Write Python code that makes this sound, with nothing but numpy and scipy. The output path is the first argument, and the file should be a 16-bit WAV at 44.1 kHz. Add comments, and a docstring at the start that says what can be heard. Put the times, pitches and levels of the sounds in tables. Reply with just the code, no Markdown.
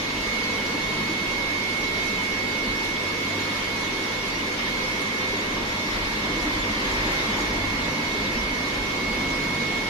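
"""A small room full of aquariums: air pumps hum (mains multiples, narrow-band drones) and a filter whines (sines).
Faint steady high tones lie above; air stones bubble and fizz in many tanks: shaped noise for wash and spray,
decaying rising sines for bubbles. Past the middle a low rumble swells and fades, like traffic going by outside
(shaped noise and engine tones), and something bumps once, lightly (three damped modes)."""
import sys
import numpy as np
from scipy import signal
from scipy.fft import rfft, irfft
from scipy.io import wavfile
from scipy.ndimage import uniform_filter1d

SR = 44100
rng = np.random.default_rng(int(sys.argv[2]) if len(sys.argv) > 2 else 0)


def transcribe(u):
    """Save the signal u as a 16-bit wav file named by the first command-line argument.

    u: samples, shape (n,) or (channels, n), limited to [-1, 1]; the rate is SR.
    q: integer samples, one column per channel.
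    """
    v = np.clip(np.atleast_2d(u).T, -1, 1)
    q = np.round(v * 32767).astype(np.int16)
    wavfile.write(sys.argv[1], SR, q)


N = 436149
TIME = np.arange(N) / SR


def gain_of(db):
    """Decibels to amplitude."""
    return 10 ** (np.asarray(db) / 20)


def evened(x):
    """Scales to an rms of one."""
    return x / np.sqrt(np.mean(x ** 2) + 1e-20)


def read(points, hz):
    """Interpolates a spectrum table on a log-frequency axis."""
    f, value = np.transpose(points)
    return np.interp(np.log(hz + 1), np.log(f), value)


def curves(rows):
    """Interpolates each column of a time table, sample by sample."""
    s, *columns = np.transpose(rows)
    return [np.interp(TIME, s, column) for column in columns]


def drift(rate_hz):
    """Low-passed noise of rms one, rolling off above rate_hz."""
    step = 64
    count = N // step
    hz = np.fft.rfftfreq(count, step / SR)
    spectrum = rfft(rng.standard_normal(count)) / (1 + (hz / rate_hz) ** 2)
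    slow = evened(irfft(spectrum, count))
    return np.interp(np.arange(N) / step, np.arange(count), slow)


# left-right correlation: (frequency [Hz], correlation [-1..1])
EAR_CORRELATION = [(30, 1), (130, 0.96), (260, 0.96), (380, 0.78), (480, 0.33), (780, 0.0046), (950, 0.44),
                   (1250, -0.14), (1520, -0.19), (2000, 0.016), (7000, -0.078), (11000, 0.11)]


def correlated(a, b, hz):
    """Mixes two independent spectra into an ear pair: alike in the bass, mostly unlike above."""
    same = np.clip(read(EAR_CORRELATION, hz), -1, 1)
    return np.array([a, same * a + np.sqrt(1 - same ** 2) * b])


# grain of the noise, stronger in the treble: (frequency [Hz], factor on patchy_db [1])
GRAIN_BY_HZ = [(250, .3), (700, 0.46), (1100, 0.47), (3000, 0.77), (5500, 1.23), (12000, 1.3)]


def diffuse(spectrum, patchy_db=0, size=2048, patch_size=(12, 16)):
    """Noise from all round the room, rms one, with random level patches (frames by bins)."""
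    hop = size // 4
    hz = np.fft.rfftfreq(size, 1 / SR)
    a, b, c, d, patches = rng.standard_normal((5, N // hop + 5, len(hz)))
    patches = uniform_filter1d(patches, size=patch_size[0], axis=0)
    patches = evened(uniform_filter1d(patches, size=patch_size[1], axis=1))
    z = correlated(a + 1j * b, c + 1j * d, hz)
    z *= gain_of(read(spectrum, hz) + patchy_db * read(GRAIN_BY_HZ, hz) * patches)
    _, noise = signal.istft(z.swapaxes(1, 2), nperseg=size, noverlap=size - hop)
    return evened(noise[:, :N])


def room(x, t60_s=.3, wet_db=0):
    """Adds dense decaying echoes between glass tanks and walls, differing by ear above the bass."""
    t = TIME[:SR // 2]
    a, b = rfft(rng.standard_normal((2, len(t))) * gain_of(-60 * t / t60_s))
    tail = irfft(correlated(a, b, np.fft.rfftfreq(len(t), 1 / SR)))
    tail /= np.linalg.norm(tail[0])
    echoes = signal.fftconvolve(x.mean(0)[None], tail, axes=1)[:, :N]
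    return x + gain_of(wet_db) * echoes


def ears(left_db, right_db, phase, left_lead_rad):
    """A tone as the two ears meet it: own level each, left phase offset."""
    return gain_of([[left_db], [right_db]]) * np.array([np.sin(phase + left_lead_rad), np.sin(phase)])


def add(mix, s, sound):
    """Mixes a two-channel sound in at time s."""
    part = mix[:, int(s * SR):][:, :sound.shape[1]]
    part += sound[:, :part.shape[1]]


def bubble(hz, cycles, glide=0.068):
    """A bubble rings for a few cycles, rising in pitch from hz as it reaches the surface."""
    life_s = cycles / hz
    t = TIME[:int(2 * life_s * SR)]
    tone = np.sin(2 * np.pi * hz * t * (1 + glide * t / life_s))
    return tone * np.exp(-np.pi * t / life_s) * (1 - np.exp(-2 * hz * t))


def single_bubbles(rows, cycles, right_db, glide):
    """Rings one bubble per table row, right ear offset by right_db."""
    out = np.zeros((2, N))
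    for s, hz, db in rows:
        add(out, s, np.outer(gain_of([db, db + right_db]), bubble(hz, cycles, glide)))
    return out


def drone(hz, width_hz):
    """A note of rms one wavering within a narrow band."""
    phase = 2 * np.pi * hz * TIME
    return evened(drift(width_hz) * np.sin(phase) + drift(width_hz) * np.cos(phase))


MAINS_HZ = 50.25
# (mains multiple [1], left level [dB rms], right level [dB rms], left lead [rad])
PUMP_HUM = [(2, -46.5, -45, 0.13), (3, -50, -49.5, -0.1), (4, -47.5, -50.5, 0.4), (6, -44.5, -54, 0.28),
            (7, -50, -62, -0.5), (9, -50, -56, 0.3), (10, -61, -45.5, 2.5), (12, -54, -58, 0.079),
            (13, -59, -67, 0.2)]
# housings and motors: (pitch [Hz], width [Hz], left level [dB rms], right level [dB rms])
HOUSING_DRONES = [(32.2, 2.3, -50, -49), (54.5, 2, -55, -66), (233.2, 12, -47.5, -50.5),
                  (391.4, 7.4, -48, -56), (511.4, 2.8, -50, -51)]


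def pumps():
    """Diaphragms driven by the mains hum on its multiples; housings drone in narrow bands."""
    out = np.zeros((2, N))
    for multiple, left_db, right_db, lead_rad in PUMP_HUM:
        wander_rad, waver_db = .12 * drift(2), .6 * drift(2)
        phase = 2 * np.pi * (round(multiple) * MAINS_HZ * TIME + rng.random()) + wander_rad
        out += np.sqrt(2) * ears(left_db, right_db, phase, lead_rad) * gain_of(waver_db)
    for hz, width_hz, left_db, right_db in HOUSING_DRONES:
        out += gain_of([[left_db], [right_db]]) * drone(hz, width_hz)
    return out


WHINE_HZ = 2182.1
# standing wave at each ear, hollow where phases oppose, with a brief dip in both ears at 4.57 s; wavers come on
# top: (time [s], left level [dB peak], right level [dB peak], left lead [rad])
STANDING_WAVE = [(.1, -41, -26.7, 2.7), (.2, -39, -27, 2.5), (.35, -36, -22.8, 2.5), (.8, -35, -25.7, 1.4),
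                 (1.35, -38, -23.4, 2.3), (1.6, -35, -22.8, 2.6), (1.87, -38.5, -22.8, 2.6),
                 (2.1, -35, -23, 2.4), (2.8, -35.3, -23.7, 2.3), (3.2, -38, -25.3, 1.8),
                 (3.85, -55, -26.3, 2.3), (4.35, -37, -26.7, 2.7), (4.545, -36, -26.3, 2.8),
                 (4.57, -43, -33, 2.7), (4.595, -35.5, -25.3, 2.8), (5.05, -36, -25.2, 2.7),
                 (5.27, -32.5, -24.7, 2.8), (5.38, -32, -26.6, 2.9), (5.55, -35.5, -27, 2.9),
                 (5.64, -32, -29.8, 3.1), (5.78, -32.5, -26.3, 3), (5.92, -32.7, -27.7, 3.1),
                 (6.03, -35.5, -27.3, 2.9), (6.2, -31.7, -26.4, 3), (6.42, -35, -25.2, 3),
                 (6.55, -31, -25.7, 3.1), (6.68, -36, -25.3, 3.1), (6.82, -30.7, -26, 3.1),
                 (7.05, -32.7, -25.7, 3.1), (7.55, -34, -25, 3.3), (7.73, -40, -24.7, 3.3),
                 (7.9, -35.5, -25.5, 3.6), (8.1, -38.5, -24.6, 3.1), (8.4, -34, -25.3, 3.4),
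                 (8.6, -37, -25, 3.3), (8.75, -36.5, -26.5, 3.3), (8.92, -47, -24.8, 3.9),
                 (9.04, -35.5, -24.6, 5.9), (9.89, -38.5, -24.5, 5.7)]
# (whine multiple [1], left level [dB peak], right level [dB peak], left lead [rad], trend [dB/s]), before fading
WHINE_OVERTONES = [(2, -44.5, -50.5, -1.5, -.3), (3, -53, -53, .9, -1.3)]


def whine(right_waver_db=0.46, left_waver_db=2.4):
    """The filter's clean note with weak overtones; each ear sits elsewhere in its standing wave."""
    left_db, right_db, whine_lead_rad = curves(STANDING_WAVE)
    phase = 2 * np.pi * WHINE_HZ * TIME + .3 * drift(1)
    left_gain = gain_of(left_db + left_waver_db * drift(4))
    right_gain = gain_of(right_db + right_waver_db * drift(12.0))
    left = left_gain * np.sin(phase + whine_lead_rad + 0.088 * drift(5.4))
    out = np.array([left, right_gain * np.sin(phase)])
    for multiple, left_db, right_db, lead_rad, db_per_s in WHINE_OVERTONES:
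        fading = evened(gain_of(2.5 * drift(3))) * gain_of(db_per_s * TIME)
        out += fading * ears(left_db, right_db, round(multiple) * phase, lead_rad + .5 * drift(0.74))
    return out


# (frequency [Hz], left level [dB peak], right level [dB peak], left lead before drift [rad])
FAINT_TONES = [(9682.5, -65, -62.5, 2.5), (11863.8, -73.5, -76, -.8), (14046, -75, -75, .6)]


def high_tones():
    """Faint steady sines high up, the left phase drifting against the right."""
    out = np.zeros((2, N))
    for hz, left_db, right_db, lead_rad in FAINT_TONES:
        out += ears(left_db, right_db, 2 * np.pi * hz * TIME, lead_rad + drift(.5))
    return out


GRAIN_SIZE = (5, 3)  # frames, bins
# churning water: (frequency [Hz], relative density [dB per Hz])
WASH_SPECTRUM = [(30, -14), (60, -15), (75, -21), (90, -5.5), (122, -17.5), (195, -1.5), (290, -3),
                 (390, -2.5), (520, -5), (620, -7), (760, -9), (950, -5), (1100, -6), (1520, -9),
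                 (2050, -7), (2650, -9), (2950, -10.5), (3600, -9.5), (5100, -16), (5750, -17), (6400, -24),
                 (8000, -36), (14500, -38.5)]


def wash(level_db=-29):
    """Countless far bubbles merge into a wash of noise."""
    return gain_of(level_db) * diffuse(WASH_SPECTRUM, patchy_db=3.5, size=2048, patch_size=GRAIN_SIZE)


# (lowest [Hz], highest [Hz], rate [1/s], ring [cycles], size spread [dB],
#  largest over smallest [dB], level before flow [dB rms])
BUBBLE_SWARMS = [(200.8, 535, 90, 13, 4.5, 1.5, -42), (848, 2370, 220, 16.5, 5.5, 8, -44),
                 (2630, 6200, 380, 24, 3.5, 8.5, -43.5)]


def swarm(low_hz, high_hz, per_s, cycles, spread_db, largest_db, level_db, pitches=100):
    """Bubbles at random times, sizes and sides, from tanks on both sides."""
    out = np.zeros((2, N))
    per_pitch = int(per_s * N / SR / pitches)
    for hz in np.geomspace(low_hz, high_hz, pitches):
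        ring = bubble(hz, cycles)
        for when, size, side in rng.random((per_pitch, 3)):
            size_db = min(-spread_db * np.log(1 - size), largest_db)
            add(out, when * N / SR, np.outer([1 + side, 2 - side], ring) * gain_of(size_db))
    return gain_of(level_db) * evened(room(out, t60_s=0.15, wet_db=1.5))


def swarms():
    """Nearer bubbles ring singly, in three ranges of pitch."""
    return sum(swarm(*row) for row in BUBBLE_SWARMS)


# clusters of bursting bubbles: (frequency [Hz], relative density [dB per Hz])
SPRAY_SPECTRUM = [(2000, -7), (4500, -13.5), (6800, 4.5), (8000, -7), (9000, -4.5), (13500, -13),
                  (15000, -36)]
# larger clusters burst: (time [s], level change [dB])
SPRAY_SPURTS = [(.18, 1), (2.07, 3), (2.165, -1), (2.254, 4), (2.855, 4), (3.38, 1), (3.58, 4), (4.045, 1),
                (4.275, 4), (5.02, 4), (5.28, 1), (6.44, 3), (6.72, 2), (7.124, 2), (7.414, 5), (9.56, 1)]


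def spray(level_db=-48, left_db=1.5, spurt_s=.025):
    """Hissing noise from bursting bubbles, sputtering at random and in short spurts."""
    sputter_db = .7 * drift(20)
    spurts_db = sum(db * np.exp(-((TIME - s) / spurt_s) ** 2) for s, db in SPRAY_SPURTS)
    hiss = diffuse(SPRAY_SPECTRUM, patchy_db=3.5, size=1024, patch_size=GRAIN_SIZE)
    return gain_of([[level_db + left_db], [level_db]]) * evened(hiss * gain_of(sputter_db + spurts_db))


# air flow through the water: (time [s], level [dB])
AIR_FLOW = [(0, -0.2), (.8, 0.25), (1.3, -.3), (2.1, 0), (2.5, -0.4), (3.0, -0.5), (3.45, .5), (4.2, -0.3),
            (5.0, 0.1), (5.65, -1), (5.95, .5), (6.2, 0), (6.7, -0.1), (7.13, 1.8), (7.6, 0), (8.0, 0),
            (8.45, -0.5), (9.0, -.2), (9.89, 0)]


def water():
    """Wash, spray and swarms rise and fall together with the air flow."""
    flow_db, = curves(AIR_FLOW)
    return (wash() + spray() + swarms()) * gain_of(flow_db)


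def swells(rows, steady_db, falloff=1.3):
    """Gains that rise above a steady level and sink again, summed in power."""
    power = gain_of(steady_db)[:, None] ** 2
    for s, half_s, *levels_db in rows:
        shape = np.hypot(1, (TIME - s) / half_s) ** -falloff
        power = power + np.outer(gain_of(levels_db), shape) ** 2
    return np.sqrt(power)


# steady town behind the swells
FAR_ROAR_DB, FAR_BOOM_DB, FAR_RUMBLE_DB = -75, -54, -51.5
# tyres on the road: (frequency [Hz], relative density [dB per Hz])
ROAR_SPECTRUM = [(40, -12), (120, -9), (250, 4), (310, 3.5), (420, -5), (580, 3), (770, -1.5), (900, 5),
                 (1080, 5), (1400, -3), (1800, 1), (2200, -5.5), (4000, -19), (8000, -34), (15000, -42)]
# boom through the walls: (frequency [Hz], relative density [dB per Hz])
BOOM_SPECTRUM = [(25, -23), (85, -10.5), (118, -10), (160, -7.5), (220, -3), (305, -2.5), (355, -16),
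                 (700, -16), (2000, -58)]
# (frequency [Hz], relative level [dB])
ENGINE_NOTES = [(25.5, -15), (33.6, 0.5), (48.7, 1.5), (84, -13), (97.4, -8.5)]
# (top time [s], half length [s], road roar [dB], wall boom [dB])
TRAFFIC_SURGES = [(.75, 0.079, -44, -38), (2.7, 0.13, -53, -40), (5.55, 0.17, -36, -36),
                  (6.27, 0.091, -37, -44), (6.55, 0.2, -40, -38), (7.03, 0.62, -34.5, -46),
                  (7.75, 0.43, -39.5, -36.5), (8.55, 0.57, -40, -41), (9.35, 0.34, -39, -36)]
# engines pulling: (top time [s], half length [s], level [dB])
ENGINE_THROBS = [(.24, 0.11, -42), (2.7, 0.08, -39), (5.63, .15, -48), (6.02, .12, -39), (6.55, 0.25, -36),
                 (7.0, 0.13, -34), (7.52, 0.12, -34), (7.78, 0.11, -39), (8.15, 0.11, -42),
                 (8.42, .12, -35), (8.8, 0.058, -35), (9.1, 0.048, -35), (9.32, 0.091, -39),
                 (9.7, .15, -55)]


def traffic(wander_rad=1.0):
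    """Road roar, boom and throbbing engine notes swell and fade beyond the walls."""
    roar, boom = swells(TRAFFIC_SURGES, [FAR_ROAR_DB, FAR_BOOM_DB])
    rumble, = swells(ENGINE_THROBS, [FAR_RUMBLE_DB], falloff=2.2)
    engines = np.zeros(N)
    for hz, db in ENGINE_NOTES:
        engines += gain_of(db) * np.sin(2 * np.pi * hz * TIME + wander_rad * drift(4.9))
    noise = roar * diffuse(ROAR_SPECTRUM, size=2048) + boom * diffuse(BOOM_SPECTRUM, size=4096)
    return noise + rumble * evened(engines)


# (time [s], starting pitch [Hz], level before ring envelope and room [dB])
BIG_BUBBLES = [(.74, 290, -29), (1.0, 215, -29), (1.09, 315, -27), (2.639, 252, -33), (4.0, 315, -31),
               (4.41, 262, -33), (4.59, 235, -28), (5.33, 390, -25), (6.326, 390, -30), (6.365, 317, -27),
               (6.455, 300, -23.5), (6.558, 300, -28), (6.696, 212, -24), (7.033, 238, -33),
               (7.056, 300, -31), (7.283, 199, -26), (7.527, 238, -28), (7.73, 276, -23.5),
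               (7.835, 294, -30), (8.357, 238, -24.5), (9.083, 215, -26), (9.6, 238, -26)]


def burbles():
    """Big pockets of air gulp at the surface: low bubbles, equal in both ears."""
    return room(single_bubbles(BIG_BUBBLES, cycles=22, right_db=0, glide=.02), t60_s=.16, wet_db=-9)


# (top time [s], half length to 1/e [s], mains multiple [1], top level [dB rms])
HUM_RISES = [(.99, .14, 3, -44), (1.24, 0.11, 3, -43), (3.36, .12, 2, -44), (7.08, .2, 3, -45),
             (7.67, 0.12, 2, -40), (7.93, 0.1, 3, -41), (9.29, 0.073, 2, -44), (9.48, .15, 3, -40.5)]


def hum_swells():
    """Low tones on the hum's second and third multiples well up now and then, alike in both ears."""
    out = np.zeros(N)
    for s, half_s, multiple, db in HUM_RISES:
        phase = 2 * np.pi * (round(multiple) * MAINS_HZ * TIME + rng.random()) + .5 * drift(2)
        swell = np.exp(-((TIME - s) / half_s) ** 2)
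        out += np.sqrt(2) * gain_of(db) * swell * np.sin(phase)
    return out


# (time [s], starting pitch [Hz], left level before ring envelope and room [dB])
NEAR_POPS = [(2.160, 7000, -32), (2.832, 5360, -33), (2.967, 3260, -21), (3.102, 1180, -25),
             (4.040, 5300, -23), (4.955, 5400, -28), (5.346, 3700, -26), (6.533, 4250, -23),
             (6.716, 5900, -28), (7.410, 6560, -25), (7.455, 6750, -30), (8.116, 3480, -24),
             (8.911, 3480, -24)]


def pops():
    """A few nearer bubbles pop just clear of the wash."""
    return room(single_bubbles(NEAR_POPS, cycles=25, right_db=-3, glide=0.068), t60_s=0.18, wet_db=-8)


# light bump on a tank: (time [s], level on top of the modes [dB])
TANK_BUMP = (7.384, -30.5)
# (frequency [Hz], relative level [dB], t60 [s])
TANK_MODES = [(884, 13, 0.055), (1060, -4, .03), (1500, -10, .03)]


def bump(rise_s=0.0018, right_db=-6):
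    """A soft knock: damped modes ring briefly, to the left."""
    start_s, level_db = TANK_BUMP
    t = np.maximum(TIME - start_s, 0)
    ring = np.zeros(N)
    for hz, db, t60_s in TANK_MODES:
        ring += gain_of(db) * np.exp(-np.log(1000) * t / t60_s) * np.sin(2 * np.pi * hz * t)
    knock = gain_of([[level_db], [level_db + right_db]]) * ring * (1 - np.exp(-t / rise_s))
    return room(knock, t60_s=.25, wet_db=-13)


def scene():
    """Everything that sounds in the fish room."""
    steady = pumps() + whine() + high_tones() + water() + traffic()
    return steady + burbles() + hum_swells() + pops() + bump()


def record(dry, edge_hz=15000):
    """Band limit: linear-phase low-pass at edge_hz."""
    low_pass = signal.firwin(511, edge_hz, window=("kaiser", 9), fs=SR)
    return signal.oaconvolve(dry, low_pass[None], "same")


dry = scene()
out = record(dry)
transcribe(out)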